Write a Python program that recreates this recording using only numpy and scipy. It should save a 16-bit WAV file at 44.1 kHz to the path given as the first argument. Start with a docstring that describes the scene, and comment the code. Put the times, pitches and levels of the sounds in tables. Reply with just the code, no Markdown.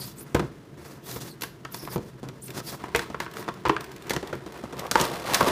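"""A knitted glove hisses and zips over a glossy cardboard box, which knocks down on a table.
The flap is opened, then from 2.8 s a plastic tray is tugged and dragged out along the card.
Rubbing is a stream of tiny slips that shake box and tray. The stiff plastic buckles in sharp snaps
and small ticks, the walls drum, and the emptying box sounds hollow. Close up, in a small quiet room."""
import sys
import numpy as np
from scipy import signal
from scipy.fft import rfft, irfft, next_fast_len
from scipy.io import wavfile
from scipy.ndimage import uniform_filter1d

SR = 44100
rng = np.random.default_rng(int(sys.argv[2]) if len(sys.argv) > 2 else 0)


def persist_wave(psi):
    """Save psi, clipped to +-1, as 16-bit WAV."""
    counts = np.round(np.clip(psi, -1, 1) * 32767).astype(np.int16)
    wavfile.write(sys.argv[1], SR, np.atleast_2d(counts).T)


N = 242991
TIME = np.arange(N) / SR
AGE = TIME[:SR // 3]   # seconds since a blow
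CUTOFF_HZ = 15450
GRIP_S = 2.8   # the hand passes from box to tray

# glove strokes: peak/s, rise/s, fall/s, scrape/dB, hiss/dB re scrape, sizzle/dB re hiss
GLOVE_STROKES = [(.04, 0.18, 0.13, -50, 6, -2.5), (.21, 0.077, 0.054, -52, 0, 2),
                 (.3, .1, 0.33, -53, -7, -17), (.78, .015, .05, -50.5, -6, -17),
                 (.91, 0.14, 0.1, -51.5, -1.5, -9), (1.135, 0.13, 0.084, -46, 4, -2),
                 (1.22, 0.028, .03, -45, 6, -15), (1.27, 0.095, 0.1, -52.5, 2, -2),
                 (1.76, 0.068, 0.062, -51.5, 4.5, 2.5), (1.83, 0.026, 0.1, -49.5, -2.5, 2),
                 (1.93, 0.055, 0.056, -47.5, 0, 5), (2.07, 0.13, .08, -56, -1.5, -13),
                 (2.45, 0.048, 0.064, -58, 7, 2), (2.5, 0.024, 0.052, -45.5, -10, -1),
                 (2.585, 0.067, 0.033, -39.5, 0.5, -23), (2.69, 0.09, 0.12, -50.5, 6.5, -4.5),
                 (2.745, 0.042, 0.019, -40, -6.5, -9), (3.385, 0.043, 0.073, -49, 0, -2.5)]
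# tugs on the tray: peak/s, rise/s, fall/s, scrape/dB, hiss/dB re scrape, hollow voice/dB re scrape
TRAY_STROKES = [(2.82, 0.043, 0.12, -46.5, -9, -16), (3.02, 0.079, 0.044, -41, -5, -12),
                (3.23, .03, 0.035, -41.5, -4.5, -14), (3.39, 0.11, 0.15, -46, -8.5, -16),
                (3.73, 0.042, 0.23, -47.5, -34, 0), (4.14, 0.14, 0.07, -43, -11, -5),
                (4.3, 0.13, .1, -47.5, -11, -1), (4.58, 0.21, 0.19, -52.5, -5, 3),
                (4.785, 0.028, 0.049, -42.5, -3, 4.5), (4.85, 0.13, 0.08, -44, -22, 6),
                (4.945, 0.028, 0.089, -45, -10, -2), (5.015, 0.09, 0.091, -34, 0.5, 2.5),
                (5.14, 0.28, .22, -43, -0.5, 6), (5.335, .13, 0.12, -31, -4, 1),
                (5.495, 0.16, .2, -32.5, 0, 3.5)]
# tone of cracking plastic: f/Hz, level/dB
CRACK_EQ = [(2800, 4.5), (4500, 3), (7000, 0.5), (10000, -3.5), (15500, 1)]


def from_db(db):
    """Decibels to gain."""
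    return 10 ** (np.asarray(db) / 20)


def rms_one(x):
    """Scale to unit power."""
    return x / np.sqrt(np.mean(x ** 2) + 1e-20)


def add(out, s, sound):
    """Mix a sound in at time s."""
    at = max(round(s * SR), 0)
    out[at:at + len(sound)] += sound[:N - at]


def drift(rate_hz):
    """Smooth random wandering with spread 1."""
    r = np.exp(-40 * np.pi * rate_hz / SR)
    slow = signal.lfilter([1], [1, -2 * r, r * r], rng.standard_normal(N // 20 + 2002))[2000:]
    return np.interp(np.arange(N) / 20, np.arange(len(slow)), rms_one(slow))


def band(x, low_hz, high_hz):
    """Causal band-pass."""
    return signal.sosfilt(signal.butter(2, [low_hz, high_hz], "band", fs=SR, output="sos"), x)


def resonate(x, hz, width_hz):
    """One resonance with gain 1 at its top."""
    r = np.exp(-np.pi * width_hz / SR)
    poles = [1, -2 * r * np.cos(2 * np.pi * hz / SR), r * r]
    return signal.lfilter(np.array([1, 0, -1]) * (1 - r * r) / 2, poles, x + 1e-18)


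def colour(x, eq):
    """Minimum-phase EQ, so nothing rings ahead of an attack."""
    size = 2 * next_fast_len(len(x) // 2 + 1024)
    hz, db = np.transpose(eq)
    bin_hz = np.arange(size // 2 + 1) * SR / size
    cepstrum = irfft(np.log(from_db(np.interp(np.log(bin_hz + 1), np.log(hz), db))))
    cepstrum[1:size // 2] *= 2
    cepstrum[size // 2 + 1:] = 0
    return irfft(rfft(x, size) * np.exp(rfft(cepstrum)))[:len(x)]


def package(force, tuning=1):
    """A force plus the ringing of box and tray; the grip shifts their tuning."""
    # resonances of the box, its air and the tray: f/Hz, width/Hz, level/dB
    modes = [(71.6, 32, 6.5), (136.5, 32, 10.5), (188, 41, 9.5), (253, 26, 7), (333, 53, 3.5), (364, 96, 7),
             (444, 9.7, 9), (503, 100, -3), (674, 31, -4), (950, 140, 5.5), (1092, 18, 4), (1310, 180, -2),
             (1650, 240, -8), (2150, 82, -23)]
    return force + sum(from_db(db) * resonate(force, hz * tuning, width) for hz, width, db in modes)


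def plastic(force):
    """A force plus the bright ringing of the sheet."""
    # rings of the thin plastic: f/Hz, width/Hz, level/dB
    modes = [(2810, 33, -31), (3470, 69, 0.5), (4030, 190, -9.5), (4450, 79, -20), (4900, 83, -11.5),
             (5530, 200, -10), (6100, 120, -6), (6920, 47, -1), (8060, 200, -23)]
    return force + sum(from_db(db) * resonate(force, hz, width) for hz, width, db in modes)


def grains(per_s, spread_db):
    """Random micro-slips, most of them tiny and a few large."""
    sizes = from_db(spread_db * np.minimum(rng.exponential(1, N), 4)) * rng.choice([-1, 1], N)
    return sizes * (rng.random(N) < per_s / SR)


def swell(peak_s, rise_s, fall_s):
    """A hand movement speeds up and slows down smoothly."""
    off_peak = np.maximum((peak_s - TIME) / rise_s, (TIME - peak_s) / fall_s)
    return np.cos(np.pi / 2 * np.clip(off_peak, 0, 1)) ** 2


def effort(strokes, level_db):
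    """Joint envelope of strokes; level_db picks each one's level from its last three columns."""
    return np.sqrt(sum((from_db(level_db(*row[3:])) * swell(*row[:3])) ** 2 for row in strokes))


def friction(strokes, rest, shake_db, shake_follows):
    """Rumble, scrape and hiss envelopes: strokes over a steady contact; more scrape, more shake."""
    from_s, to_s, rest_scrape_db, rest_hiss_db = rest
    touching = uniform_filter1d(1. * (TIME >= from_s) * (TIME <= to_s), size=SR // 50)
    scrape = np.hypot(touching * from_db(rest_scrape_db), effort(strokes, lambda db, *_: db))
    hiss = np.hypot(touching * from_db(rest_hiss_db), effort(strokes, lambda db, lift, _: db + lift))
    rumble = from_db(shake_db) * (scrape / from_db(rest_scrape_db)) ** shake_follows
    return rumble, scrape, hiss


def sliding(contact, rumble_eq, scrape_eq, hiss_eq, per_s, catch_hz, catch_db=2.5):
    """Friction catches and lets go; its grains shake the box, scrape the card and hiss on top."""
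    rumble_gain, scrape_gain, hiss_gain = contact
    grip = from_db(catch_db * drift(catch_hz))
    slips = grains(per_s, spread_db=2)
    rumble = rumble_gain * rms_one(package(colour(slips, rumble_eq)))
    scrape = scrape_gain * rms_one(package(colour(slips, scrape_eq)))
    hiss = hiss_gain * rms_one(plastic(colour(slips, hiss_eq)))
    return rumble + grip * (scrape + hiss)


def room_tone(level_db=-51):
    """A steady, low bed of noise."""
    # tone of the quiet room: f/Hz, level/dB
    room_eq = [(20, -41), (43, -8.5), (90, -8), (140, 3.5), (250, -11.5), (400, -22.5), (600, -16),
               (1700, -39), (3000, -26.5), (7500, -42), (16000, -80)]
    return from_db(level_db) * rms_one(colour(rng.standard_normal(N), room_eq))


def glove_rub(contact):
    """The knit slides over the box in dense, fine slips."""
    # tones of the glove on card: f/Hz, level/dB
    rumble_eq = [(40, -31), (70, -5.5), (130, 4.5), (200, 1), (300, 2), (450, -2.5), (600, -47),
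                 (900, -37.5)]
    scrape_eq = [(350, -20), (550, 10), (950, 5), (1400, 5.5), (2000, 5), (2800, -3), (4200, -49)]
    hiss_eq = [(1800, -18), (2900, -2.5), (4800, 1.5), (7500, -1.5), (11000, -3), (13500, -8.5),
               (16000, -3)]
    return sliding(contact, rumble_eq, scrape_eq, hiss_eq, per_s=12000, catch_hz=29)


def glove_zips(octave_db=-6, trim_db=-2):
    """The knit's ribs pluck an edge at a rate set by hand speed, a little different for each finger."""
    # passes over an edge: peak/s, rise/s, fall/s, rib rate/Hz, glide/(octaves per s), level/dB
    zips = [(0.029, 0.15, 0.046, 4700, -.2, -37), (0.201, .04, 0.048, 9300, 12, -41.5),
            (1.081, 0.064, 0.052, 4100, 8, -51), (1.307, .04, 0.056, 4400, -3.5, -48.5),
            (1.802, 0.043, 0.094, 5300, 0, -42.5), (1.92, 0.043, 0.034, 4950, -3.5, -43),
            (2.44, .028, .016, 10300, 19, -36), (2.463, 0.019, .02, 10000, -12.5, -39),
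            (2.678, .03, 0.039, 4850, -2, -39.5)]
    out = np.zeros(N)
    fingers = [(.04 * drift(1200) + .018 * drift(60), from_db(4 * drift(200)) / 2) for _ in range(3)]
    for peak_s, rise_s, fall_s, peak_hz, glide, db in zips:
        level = from_db(db + trim_db) * swell(peak_s, rise_s, fall_s)
        on = (TIME >= peak_s - rise_s) & (TIME <= peak_s + fall_s)
        hz = peak_hz * 2 ** (glide * (TIME[on] - peak_s))
        for skid, pressure in fingers:
            speed = 1 + skid[on] * (1 + (hz / 7500) ** 2)   # fast strokes skid more
            phase = 2 * np.pi * np.cumsum(hz * speed) / SR
            octave = from_db(octave_db) * (2 * hz < SR / 2) * np.sin(2 * phase)
            out[on] += level[on] * pressure[on] * (np.sin(phase) + octave)
    return out


def glove_sizzle(flutter_db=3.5, flutter_hz=70):
    """Fine fibres flick over the glossy card in a very high, uneven hiss."""
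    # tone of fibres on gloss: f/Hz, level/dB
    sizzle_eq = [(6000, -40), (9000, -12), (11500, 0), (13300, 2), (16000, -4.5)]
    level = effort(GLOVE_STROKES, lambda db, lift, gloss: db + lift + gloss)
    flutter = from_db(flutter_db * drift(flutter_hz))
    return level * flutter * rms_one(colour(grains(per_s=36000, spread_db=1.5), sizzle_eq))


def snap(levels_db, crack_eq, sheet_hz, rise_s, slip_s, ring_db=-20):
    """A panel gives way: slips build up to a click and run out, leaving a soft tail."""
    # thump, box air, sheet and crack: low/Hz, high/Hz, slip time factor, t60/s, tail/dB, push/dB
    registers = [(55.4, 362, 4.5, 0.42, 3, 22.5), (226, 764, 2.4, 0.5, -6.5, 14.5),
                 (607, 2790, 2.7, 0.36, -2, 13.5), (3020, 11700, 1.4, 0.39, 0.5, 15)]
    out, rise_s = 0, max(rise_s, 1e-4)
    build = np.minimum(AGE / rise_s, 1) ** 2
    after = np.maximum(AGE - rise_s, 0)
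    tuning = np.exp(0.045 * rng.standard_normal())   # the grip differs at each snap
    # slips come in uneven clumps, about one a millisecond
    clumps = from_db(3.5 * np.interp(AGE, np.arange(501) / 1000, rng.standard_normal(501)))
    for k, (low, high, stretch, t60, tail_db, push_db) in enumerate(registers):
        slips, tail = rng.standard_normal((2, len(AGE)))
        slips *= clumps * np.exp(-after / (slip_s * stretch))
        tail *= from_db(ring_db + tail_db - 60 * after / t60)
        force = build * (slips + tail)
        force[round(rise_s * SR)] += from_db(push_db)   # the bass comes mostly from one push
        if k == 2:   # the buckled panel has a pitch of its own
            force = force + from_db(6) * resonate(force, sheet_hz, width_hz=280)
        ringing = plastic(colour(force, crack_eq)) if k == 3 else package(force, tuning)
        sound = band(ringing, low, high)
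        out = out + from_db(levels_db[k]) * sound / np.std(sound[:SR // 50])   # level of the first 20 ms
    return out


def knocks_and_snaps(air_share=.6, air_lift_db=2.5, average_crack_db=-40.5, average_rise_s=0.000917):
    """Heavy blows move the box and its air, light ones only the sheet; sudden ones crack."""
    # blows to the package: t/s, level/dB, weight/dB re level, crack/dB re level, sheet f/Hz, slip/s
    blows = [(0.3456, -26, 6, -12.5, 950, 0.0046), (0.3628, -34.5, -3, -19, 1400, 0.0033),
             (0.394, -31, 1, -11.5, 1130, 0.0035), (0.421, -49.5, 18, -25, 1040, 0.0054),
             (1.16, -42.5, 2, -6, 950, 0.0038), (1.418, -47, 3, 3, 910, 0.0047),
             (1.435, -37, -12, -6, 1560, 0.0025), (1.649, -37, -17, -11, 1330, 0.0017),
             (1.7438, -44, -5, 2.5, 1090, 0.0015), (1.826, -56.5, 14, -10, 1000, .004),
             (1.873, -37, -14, -25, 1110, 0.0025), (1.958, -41.5, 15.5, -7.5, 1110, 0.0037),
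             (1.978, -49.5, 14.5, -3, 930, 0.004), (2.229, -49, 10, -4, 1060, 0.016),
             (2.286, -45.5, -3, -3.5, 1140, 0.0023), (2.6, -43.5, 1, -4.5, 1180, 0.0031),
             (2.838, -36, -5, -16.5, 860, 0.001), (2.9476, -22, -9, -13.5, 2300, 0.0043),
             (2.9916, -31.5, -17, -6, 1420, 0.0023), (3.0994, -45, 5.5, -7, 815, 0.003),
             (3.1431, -32, -14, -26.5, 1190, 0.0023), (3.2016, -30, -16.5, -11, 1590, 0.0028),
             (3.26, -37.5, -25, -32.5, 1250, .003), (3.368, -40, -11, -8, 1140, .002),
             (3.4778, -34, -9.5, -17.5, 950, 0.0041), (3.4861, -33.5, -6.5, -11, 1070, 0.0031),
             (3.652, -25.5, -11, -23.5, 930, 0.0024), (3.6623, -26, -7, -18, 1000, 0.0049),
             (3.694, -19, -13.5, -28, 950, 0.0019), (3.7635, -29.5, -30, -21, 1600, 0.0016),
             (4.105, -30, -4.5, -3.5, 1870, 0.0051), (4.134, -36, -7, -1, 990, 0.0027),
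             (4.163, -32, -2, -5.5, 1750, 0.0025), (4.2273, -41.5, 0.5, -10.5, 754, 0.0026),
             (4.327, -36, 2.5, -14, 1430, 0.0048), (4.4605, -47.5, 6.5, -5.5, 940, 0.0033),
             (4.6369, -45.5, 12, -8.5, 920, 0.0024), (4.725, -44.5, 6, -5, 1020, 0.0079),
             (4.9126, -29.5, -7, 3.5, 1420, 0.0025), (4.9555, -17.5, -15, -16.5, 930, 0.0011),
             (4.998, -31, -0.5, -2, 1010, 0.0035), (5.0105, -36, 4.5, 8, 1220, 0.0049),
             (5.0284, -35.5, 0, -19, 970, 0.0016), (5.347, -28, -23, 0, 1740, 0.0016),
             (5.406, -18.5, -10, -16, 1130, 0.0031), (5.424, -30.5, 3.5, -23, 1170, 0.0038),
             (5.471, -37, 9, -2, 764, 0.015)]
    out = np.zeros(N)
    for s, db, weight_db, crack_db, sheet_hz, slip_s in blows:
        levels_db = (db + weight_db, db + air_share * weight_db + air_lift_db, db, db + crack_db)
        # the build-up halves with every 14 dB more crack
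        rise_s = average_rise_s * 2 ** ((average_crack_db - db - crack_db) / 14)
        tilt_db = 0.34 * crack_db   # per octave: a weak crack is also duller
        crack_eq = [(hz, eq_db + tilt_db * np.log2(hz / CRACK_EQ[0][0])) for hz, eq_db in CRACK_EQ]
        add(out, s, snap(levels_db, crack_eq, sheet_hz, rise_s, slip_s))
    return out


def wall_drums(rise_s=0.0015):
    """After a firm blow a wall of the box or tray swings in its lowest mode and dies away."""
    # drumming walls: t/s, level/dB, f/Hz, t60/s
    walls = [(.3462, -19.5, 150, .25), (.3475, -16.5, 478, 0.077), (1.9595, -33.5, 212, 0.29),
             (1.9598, -23.5, 478, 0.092), (2.9512, -24, 473, 0.16), (3.6972, -19.5, 323, 0.18),
             (3.6962, -20.5, 412.5, 0.26), (4.107, -33, 390, .25), (4.1652, -28.5, 174, 0.14),
             (4.226, -31, 393, .15), (4.329, -33, 368, .15), (4.9572, -29.5, 447, 0.18),
             (4.9567, -9, 870, .035)]
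    out = np.zeros(N)
    for s, db, hz, t60 in walls:
        envelope = from_db(db - 60 * AGE / t60) * (1 - np.exp(-AGE / rise_s))
        add(out, s, envelope * np.sin(2 * np.pi * hz * AGE))
    return out


def crease_ticks(slip_s=0.0022, rise_s=0.0015, tail_db=-25, t60=0.25, ring_db=2, trim_db=-3):
    """A crease flips over: a tiny bright crack with a short ring."""
    # creases in the plastic: t/s, peak before trim/dB, f/Hz
    creases = [(0.3467, -18, 1600), (0.395, -34, 2000), (1.1124, -23, 3900), (1.4091, -27, 6700),
               (1.4198, -15, 12500), (1.4335, -18, 11000), (1.7443, -31, 9100), (1.85, -27.5, 1530),
               (2.4803, -29, 1910), (2.504, -26, 1650), (2.9592, -10.5, 1850), (3.2003, -21.5, 3730),
               (3.3125, -32, 3130), (3.3362, -32.5, 2180), (3.539, -36, 1770), (3.683, -25, 9000),
               (3.807, -24.5, 1530), (3.8416, -27.5, 1860), (3.916, -33, 1980), (3.962, -31.5, 2130),
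               (4.022, -31, 1750), (4.068, -30, 1750), (4.0951, -15.5, 1880), (4.2724, -29, 2980),
               (4.351, -32.5, 1540), (4.5218, -31.5, 1590), (4.575, -33, 1830), (4.7929, -21.5, 3670),
               (4.8653, -27, 1900), (5.3342, -11, 1750), (5.3436, -4.5, 4800), (5.3498, -7.5, 1640),
               (5.407, -12, 11000)]
    out = np.zeros(N)
    attack = 1 - np.exp(-AGE / rise_s)
    decay = np.exp(-AGE / slip_s) + from_db(tail_db - 60 * AGE / t60)
    for s, peak_db, hz in creases:
        force = rng.standard_normal(len(AGE)) * attack * decay
        ring = from_db(ring_db) * resonate(force, hz, width_hz=1300)
        sound = band(colour(force, CRACK_EQ) + 0.03 * force + ring, 1100, CUTOFF_HZ)
        add(out, s, from_db(peak_db + trim_db) * sound / np.abs(sound).max())
    return out


def tray_scrape(contact):
    """The tray slides along the card in coarser slips that catch quickly."""
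    # tones of plastic on card: f/Hz, level/dB
    rumble_eq = [(40, -48), (70, -3), (130, -1), (180, -2), (260, -1.5), (350, 1), (450, 2.5), (600, -30),
                 (900, -37)]
    scrape_eq = [(350, -46), (550, 7), (950, 5), (1400, 0), (2000, 1.5), (2800, -5), (4200, -18)]
    hiss_eq = [(1800, 8), (2900, 8), (4800, 4), (7000, 0), (10000, -0.5), (13500, 1), (16000, -40)]
    return sliding(contact, rumble_eq, scrape_eq, hiss_eq, per_s=3500, catch_hz=56)


def hollow_drag():
    """The rim grates over the card and the emptying box gives it a hollow voice."""
    # resonances of the half-empty box: f/Hz, width/Hz, level/dB
    modes = [(497, 150, -1), (734, 220, -0.5), (930, 150, -2.5), (1140, 120, -3)]
    rub = grains(per_s=1900, spread_db=6.5)
    hollow = sum((-1) ** k * from_db(db) * resonate(rub, hz, width)
                 for k, (hz, width, db) in enumerate(modes))
    return effort(TRAY_STROKES, lambda db, _, voice: db + voice) * rms_one(band(hollow, 360, 2400))


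def tray_crackle(hiss_gain, relative_db=-5, slip_s=0.0005):
    """While the tray moves, stray creases pop, as strongly as it is rubbed."""
    burst = rng.standard_normal(len(AGE)) * np.exp(-AGE / slip_s)
    pops = signal.fftconvolve(grains(per_s=90, spread_db=2.5), burst)[:N]
    cracks = band(colour(pops, CRACK_EQ), 1600, CUTOFF_HZ)
    return hiss_gain * from_db(relative_db) * rms_one(plastic(cracks))


def room(x, wet_db=-18, t60=0.38, first_echo_s=0.00235):
    """Table and near walls return a short, dull wash."""
    decay = from_db(-60 * AGE / t60) * (AGE > first_echo_s)
    echoes = band(rng.standard_normal(len(AGE)), 86, 6000) * decay
    return x + from_db(wet_db) * signal.fftconvolve(x, echoes / np.linalg.norm(echoes))[:N]


def scene():
    """Glove, box and tray in the room, over its steady tone."""
    # steady contact between strokes: from/s, to/s, scrape/dB, hiss/dB
    glove_rest = (0, GRIP_S, -58.5, -67.5)
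    tray_rest = (GRIP_S, 6.9, -52.5, -62)
    on_box = friction(GLOVE_STROKES, glove_rest, shake_db=-49, shake_follows=0.63)
    on_tray = friction(TRAY_STROKES, tray_rest, shake_db=-46, shake_follows=0.49)
    rubbing = glove_rub(on_box) + tray_scrape(on_tray)
    background = room_tone()
    hits = knocks_and_snaps() + wall_drums() + crease_ticks()
    textures = hollow_drag() + tray_crackle(hiss_gain=on_tray[2]) + glove_zips() + glove_sizzle()
    return (room(rubbing + hits + textures) + background)[None]


def record(dry):
    """A steep low-pass cuts the very top."""
    return signal.sosfilt(signal.ellip(12, .2, 80, CUTOFF_HZ, fs=SR, output="sos"), dry)


dry = scene()
out = record(dry)
persist_wave(out)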